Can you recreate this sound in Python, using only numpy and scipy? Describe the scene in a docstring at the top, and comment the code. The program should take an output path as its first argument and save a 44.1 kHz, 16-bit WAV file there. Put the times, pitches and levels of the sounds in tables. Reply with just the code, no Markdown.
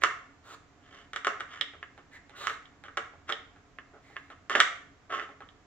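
"""Wooden pegs and lids knock and scrape on a puzzle board that a husky noses at, on a padded footstool.
Each knock rings a bank of wood modes; each slide feeds them a stream of tiny stick-slip blows.
The dog's sniffs are noise through a nose filter, over the low murmur and hums of a still house.
A tiled room answers with early reflections and a dense tail.
A camera with two microphone ports hears it from about a metre above."""
import sys
import numpy as np
from scipy import signal
from scipy.fft import rfft, irfft
from scipy.io import wavfile

SR = 44100
rng = np.random.default_rng(int(sys.argv[2]) if len(sys.argv) > 2 else 0)


def transcribe(signal):
    """Save signal, clipped to [-1, 1], as a 16-bit WAV file at the path in sys.argv[1]."""
    frames = np.atleast_2d(signal).T
    limited = np.clip(frames, -1, 1)
    pcm = np.round(limited * 32767).astype(np.int16)
    wavfile.write(sys.argv[1], SR, pcm)


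N = 249606  # length in samples
TAPS = 4096  # length of the wood and nose filters in samples
HZ = np.fft.rfftfreq(TAPS, 1 / SR)


def gain_of(db):
    """Decibels to amplitude."""
    return 10 ** (np.asarray(db) / 20)


def evened(x):
    """Scales to an rms of one."""
    return x / np.sqrt(np.mean(x ** 2) + 1e-20)


def read(points, hz):
    """Joins (f/Hz, value) points by straight lines on a log-frequency axis."""
    f, value = np.transpose(points)
    return np.interp(np.log(hz + 1), np.log(f + 1), value)


def add(mix, s, sound):
    """Adds a sound to the mix at time s."""
    part = mix[..., round(s * SR):][..., :sound.shape[-1]]
    part += sound[..., :part.shape[-1]]


def causal(db):
    """Minimum-phase impulse response: it has this spectrum, starts at once and rings out."""
    cepstrum = irfft(np.log(gain_of(np.maximum(db, -100))))
    # fold the cepstrum onto positive time
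    cepstrum[1:TAPS // 2] *= 2
    cepstrum[TAPS // 2 + 1:] = 0
    return irfft(np.exp(rfft(cepstrum)))


def resonance(centre_hz, width_hz, hz=HZ):
    """Power response of a resonance with steep skirts."""
    return 1 / (1 + (2 * (hz - centre_hz) / width_hz) ** 2) ** 2


def swell(start, top, end, curve):
    """An envelope that rises towards one and falls again; a curve below 1 makes it fuller."""
    t = np.arange(start, end, 1 / SR)
    return np.interp(t, [start, top, end], [0, 1, 0]) ** curve


def diffuse(pair, alike_hz=1300, likeness=0.88):
    """Sound from all sides: the two ports agree in the bass and drift apart in the treble."""
    a, b = rfft(pair)
    hz = np.fft.rfftfreq(pair.shape[1], 1 / SR)
    same = likeness / (1 + (hz / alike_hz) ** 2)
    left = same * a + np.sqrt(1 - same ** 2) * b
    return irfft(np.array([left, a]), pair.shape[1])


# spectrum of the still room: (f/Hz, relative level/dB per Hz)
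MURMUR = [(20, -16.5), (37, -4.5), (60, -10), (100, -5.5), (140, -7.5), (215, -12.5), (300, -11.5),
          (500, -17), (730, -16), (900, -18.5), (1150, -16), (2000, -20), (2600, -25), (4500, -31),
          (7300, -30.5), (8800, -54.5), (15500, -58)]
# narrow hums standing out of it: (f/Hz, width/Hz, level/dB per Hz on the same scale)
NARROW_HUMS = [(82.5, 10, 2), (279.4, 30, -2), (420, 25, -10), (715, 50, -11.5)]
HUSH_DB = -60  # rms over both ports, before scene() leans it to the right


def hush():
    """The low steady murmur of a house: noise shaped by a broad spectrum and a few narrow hums."""
    hz = np.fft.rfftfreq(N, 1 / SR)
    power = gain_of(read(MURMUR, hz)) ** 2
    for f, width_hz, db in NARROW_HUMS:
        power = power + gain_of(db) ** 2 * resonance(f, width_hz, hz)
    noise = irfft(rfft(rng.standard_normal((2, N))) * np.sqrt(power), N)
    return gain_of(HUSH_DB) * evened(diffuse(noise))


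# the dog's nose: (start t/s, strongest t/s, end t/s, level/dB, nostril whistle f/Hz,
# whistle level/dB against the rush)
NOSE_DRAUGHTS = [(0.008, 0.04, 0.091, -41.5, 1940, 4), (0.436, 0.547, 0.55, -48.5, 1310, 2),
                 (2.111, 2.156, 2.183, -50, 1880, 8.5), (2.353, 2.423, 2.562, -46, 3820, -5),
                 (4.01, 4.072, 4.33, -63, 2010, 4.5)]
# air rushing through the nose: (f/Hz, relative level/dB per Hz)
NOSE_RUSH = [(150, -28), (450, -2.5), (900, -9), (1200, -8), (2500, -9), (4000, -6.5), (5500, -18.5),
             (7400, -9.5), (9000, -26.5), (15000, -32.5)]


def sniffs(whistle_width_hz=500):
    """Short draughts through the dog's nose: a wide rush and one narrow nostril resonance."""
    out, air = np.zeros(N), rng.standard_normal(N)
    rush = evened(gain_of(read(NOSE_RUSH, HZ)))
    for start, top, end, db, whistle_hz, whistle_db in NOSE_DRAUGHTS:
        flow = swell(start, top, end, 0.65)
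        whistle = gain_of(whistle_db) * evened(np.sqrt(resonance(whistle_hz, whistle_width_hz)))
        nose = causal(10 * np.log10(rush ** 2 + whistle ** 2))
        draught = flow * air[round(start * SR):][:len(flow)]
        add(out, start, gain_of(db) * signal.fftconvolve(draught, nose / np.linalg.norm(nose)))
    return out


# the puzzle's modes by family (thump, board, lid, peg, edge), before the blow's pitch factor and
# family levels: (f/Hz, width/Hz, level/dB)
WOOD_MODES = {"thump": [(338, 110, -17), (421.8, 36, -9), (439, 86, -22.5), (548, 45, -13),
              (696, 170, -11.5)], "board": [(1112, 107, -5), (1217, 233, -2.5), (1300.5, 49, -1),
              (1420, 110, -1), (1547, 98, -6.5)], "lid": [(1675, 100, -3), (1802, 120, -1), (2000, 150, -5),
              (2188, 200, -7), (2530, 130, -13.5), (2746, 160, -9), (2950, 210, -20.5)],
              "peg": [(3075, 480, -12), (3475, 410, -15.5), (4880, 240, -26.5)],
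              "edge": [(4180, 1900, -23.5), (5740, 1300, -22.5), (6920, 1400, -23.5), (10500, 7200, -48)]}
# a blow crosses the board and returns from its rim: (round trip t/s, share that leaves at once)
RIM_RETURNS = [(.00031, 0.57), (.00068, 0.6)]


def wood(thump_db, clack_db, click_db, edge_db, pitch=1):
    """The puzzle's ring; each piece has its own pitch, and the touch favours some families of modes."""
    family_db = dict(thump=thump_db, board=0, lid=clack_db, peg=click_db, edge=edge_db)
    power = 0
    for family, modes in WOOD_MODES.items():
        for f, width_hz, db in modes:
            power = power + gain_of(db + family_db[family]) ** 2 * resonance(f * pitch, width_hz)
    ring = rfft(causal(10 * np.log10(power)))
    # all-pass loops spread the blow over a few milliseconds and keep its colour
    for trip_s, share in RIM_RETURNS:
        trip = np.exp(-2j * np.pi * HZ * trip_s)
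        ring = ring * (trip - share) / (1 - share * trip)
    return irfft(ring)


# harder contact is shorter and favours the high modes: level/dB gained per dB of hardness
# by (lid clack, peg click, hard edge)
HARDNESS_TILT = (.45, 0.89, 1)


def brightened(colour, hardness_db):
    """Levels of the lid, peg and edge modes for a contact of this hardness."""
    return np.array(colour) + hardness_db * np.array(HARDNESS_TILT)


# one row a knock: (t/s, blow, level/dB before the common trim, board thump level/dB,
# hardness/dB, left-right level/dB in the treble, minus to the right)
BOARD_KNOCKS = [ (0.0203, "lid", 3.5, 3.5, 0, -11), (.0363, "stop", 26.5, -2.5, -0.5, -9),
                (0.0596, "lid", 9, 5, -8, -5), (1.1329, "tap", 5.5, -1, 3, -3.5),
                (1.161, "tap", 12, -1, 3, -5), (1.2469, "tap", 15, -8, 0, -2.5),
                (1.2695, "stop", 21.5, 5, -1.5, -0.5), (1.3996, "tap", 1, 2, -2, 6),
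                (1.4055, "tap", 11, 0.5, -2.5, -4), (1.611, "peg", 5.5, 2.5, 0, -10),
                (1.7356, "nudge", -9.5, 10.5, -5, -8), (1.828, "lid", 1.5, 2.5, 3, -4),
                (1.9773, "nudge", -10.5, 10, 1.5, -6), (2.295, "nudge", -16.5, 15, 11, -11),
                (2.47, "stop", 18, -8, 0.5, -9.5), (2.497, "tap", 11.5, -1.5, -2.5, -1),
                (2.6552, "peg", -24, 2, -0.5, -8), (2.838, "nudge", -4.5, 6.5, 4, -5.5),
                (2.8828, "tap", 0.5, 1, -10.5, -2), (2.9714, "stop", 13.5, -3.5, -0.5, -8.5),
                (2.975, "tap", 14, 7, -1, -1), (3.136, "nudge", -17, 17.5, -9, -4),
                (3.2928, "stop", 10, 1, -1.5, 2), (3.299, "tap", 8.5, 10, 1, -6),
                (3.323, "peg", 1, 15, 0, -7.5), (3.561, "nudge", -16, 7, -3, -5),
                (3.786, "lid", -1, 3, 0.5, -7), (4.1006, "nudge", -17.5, 16.5, 0, -9),
                (4.16, "lid", -9, 5, -1.5, 1), (4.1656, "lid", 4, 1, 3, -6),
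                (4.3016, "nudge", -4, 7.5, 0, 0), (4.4967, "stop", 13, -0.5, 2, -4.5),
                (4.552, "lid", 18, 11, 5.5, -8.5), (4.5571, "stop", 16, 8.5, 2, -4),
                (4.5957, "stop", 13.5, 11.5, -5.5, -3), (4.602, "tap", 28.5, -9, 6, -4),
                (5.1889, "lid", 1.5, 11, -9, -1), (5.1959, "lid", 6, -5, -2.5, -11),
                (5.2897, "nudge", -10, 14.5, 0, -3), (5.405, "nudge", -5.5, 10, -3, -4),
                (5.488, "peg", -23, 1, -0.5, -5.5)]
# the ways the wood is struck, before hardness: (lid clack level/dB, peg click level/dB,
# hard edge level/dB, factor on the modes' f, level/dB sent to the room, skid level/dB against the knock row)
# stop: a lid runs into the end of its slot; tap: a piece tips against the board;
# lid: a loose lid claps flat; peg: a peg clicks in its socket; nudge: the muzzle shoves a piece along
BLOW_COLOURS = {"stop": (-2.5, -3, -2.5, 1.0031, -2.5, -61), "tap": (-2.5, 0.5, -4, 1.06, -3, -63),
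                "lid": (4.5, 0, -14.5, 0.97, -7.5, -58.5), "peg": (8.5, 22, 5, 1.05, -3.5, -52.5),
                "nudge": (-4, -3.5, -8.5, 1.17, -4.5, -42.5)}


def knocks(trim_db=-1, shadow_hz=900):
    """Each knock rings the wood once; returns the sound at the ports and the sound sent into the room."""
    near, sent = np.zeros((2, N)), np.zeros(N)
    shadow = HZ ** 2 / (HZ ** 2 + shadow_hz ** 2)  # the camera body shades treble only
    for s, blow, db, thump_db, hardness_db, pan_db in BOARD_KNOCKS:
        *colour, pitch, room_db, _ = BLOW_COLOURS[blow]
        ring = gain_of(db + trim_db) * wood(thump_db, *brightened(colour, hardness_db), pitch)
        left = signal.fftconvolve(ring, causal(pan_db / 2 * shadow))
        right = signal.fftconvolve(ring, causal(-pan_db / 2 * shadow))
        add(near, s, np.array([left, right]))
        add(sent, s, gain_of(room_db) * ring)
    return near, sent


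def skids(rise_s=.006, length_s=.04, hardness_change_db=-4):
    """The short slide that follows each knock, softer in touch than the knock itself."""
    rows = []
    for s, blow, db, thump_db, hardness_db, _ in BOARD_KNOCKS:
        skid_db = db + BLOW_COLOURS[blow][-1]
        rows.append((s, s + rise_s, s + length_s, skid_db, thump_db, hardness_db + hardness_change_db))
    return rows


# lids and pegs dragged in their slots, the first row the dog's muzzle rubbing the board: (start t/s, hardest
# t/s, end t/s, level/dB, # board thump level/dB, hardness/dB)
BOARD_SLIDES = [(0.805, 0.955, 1.074, -54, 8.5, 7.5), (1.47, 1.559, 1.61, -45.5, -2, 3.5),
                (2.31, 2.48, 2.47, -43, -2, -4), (3.27, 3.3, 3.33, -38.5, -2, 4),
                (3.923, 3.939, 4.01, -56, 14.5, -15), (4.497, 4.503, 4.615, -33.5, 6.5, 2.5),
                (4.545, 4.555, 4.604, -29.5, 11.5, 4.5), (5.091, 5.127, 5.16, -32.5, 6.5, -4.5),
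                (5.125, 5.17, 5.26, -36.5, 4.5, -1.5)]
# colour of wood rubbing on wood, before hardness: (lid clack level/dB, peg click level/dB,
# hard edge level/dB)
RUB_COLOUR = (-1.7, 1, -5)


def slides(slips_per_s=550, spread_db=3.5, curve=1.0):
    """Wood sticks and slips on wood: a stream of tiny uneven blows into the same modes."""
    out = np.zeros(N)
    slips = (rng.random(N) < slips_per_s / SR) * rng.choice([-1, 1], N)
    slips = slips * gain_of(spread_db * np.clip(rng.standard_normal(N), -2, 2))
    for start, top, end, db, thump_db, hardness_db in BOARD_SLIDES + skids():
        push = swell(start, top, end, curve)
        drive = evened(slips[round(start * SR):][:len(push)]) * push
        ring = wood(thump_db, *brightened(RUB_COLOUR, hardness_db))
        add(out, start, gain_of(db) * signal.fftconvolve(drive, ring / np.linalg.norm(ring)))
    return out


# first reflections off ceiling, floor and furniture: (t/s after the straight path, level/dB)
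FIRST_ECHOES = [(.0021, -19), (.0074, -12.5), (.0084, -15), (.0098, -19.5), (0.014, -17.5), (0.0177, -19.5),
                (.0245, -26.5)]
PORT_LAG_S = .00007  # the right port hears the board this much later


def paths(near, dull_hz=6000):
    """The straight path and a few slightly dulled reflections, all reaching the right port a little late."""
    hz = np.fft.rfftfreq(N, 1 / SR)
    echoes = sum(gain_of(db) * np.exp(-2j * np.pi * hz * s) for s, db in FIRST_ECHOES)
    echoes = echoes / (1 + 1j * hz / dull_hz)
    ports = np.exp(-2j * np.pi * hz * np.array([[0], [PORT_LAG_S]]))
    return irfft(rfft(near) * (1 + echoes) * ports, N)


# the room's tail: (f/Hz, 60 dB decay t/s, relative level/dB)
ROOM_TAIL = [(200, 0.32, 1.5), (500, 0.52, -1), (1340, 0.45, 1.5), (2330, 0.45, 2.5), (3560, 0.41, -2),
             (7000, 0.42, -0.5), (12200, 0.22, -3.5)]


def room(sent, build_s=0.0026, early_db=5, early_s=0.018, tail_db=-3):
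    """Dense reflections: nearby furniture scatters first, then each band dies at its own speed."""
    t = np.arange(SR) / SR
    # random signed clicks, about 5000 a second
    clicks = diffuse(rng.choice([-1., 1.], (2, SR)) * (rng.random((2, SR)) < 5000 / SR))
    hz, frame_s, bands = signal.stft(clicks, SR, nperseg=256)
    points = np.array(ROOM_TAIL)
    t60 = read(points[:, [0, 1]], hz)[:, None]
    db = read(points[:, [0, 2]], hz)[:, None]
    tail = signal.istft(bands * gain_of(db - 60 * frame_s / t60), SR, nperseg=256)[1][:, :SR]
    tail *= 1 - np.exp(-(t / build_s) ** 2)  # gradual build-up
    tail *= gain_of(early_db * np.exp(-t / early_s))  # stronger early scatter
    tail = tail / np.linalg.norm(tail, axis=1, keepdims=True)
    return gain_of(tail_db) * signal.fftconvolve(sent[None], tail, axes=1)[:, :N]


def scene(rub_room_db=-3, pan_db=-2, room_pan_db=-1.9):
    """Knocks, slides and sniffs come from the board, slightly to the right, and fill the room."""
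    near, sent = knocks()
    soft = slides() + sniffs()
    soft_pan = gain_of([[pan_db / 2], [-pan_db / 2]])
    room_pan = gain_of([[room_pan_db / 2], [-room_pan_db / 2]])
    direct = paths(near + soft * soft_pan)
    around = room(sent + gain_of(rub_room_db) * soft) + hush()
    return direct + room_pan * around


def record(dry, edge_hz=15900):
    """Clips at full scale, then a linear-phase low-pass sets the band limit."""
    lowpass = signal.firwin(511, edge_hz, window=("kaiser", 9), fs=SR)
    return signal.oaconvolve(np.clip(dry, -1, 1), lowpass[None], "same")


dry = scene()
out = record(dry)
transcribe(out)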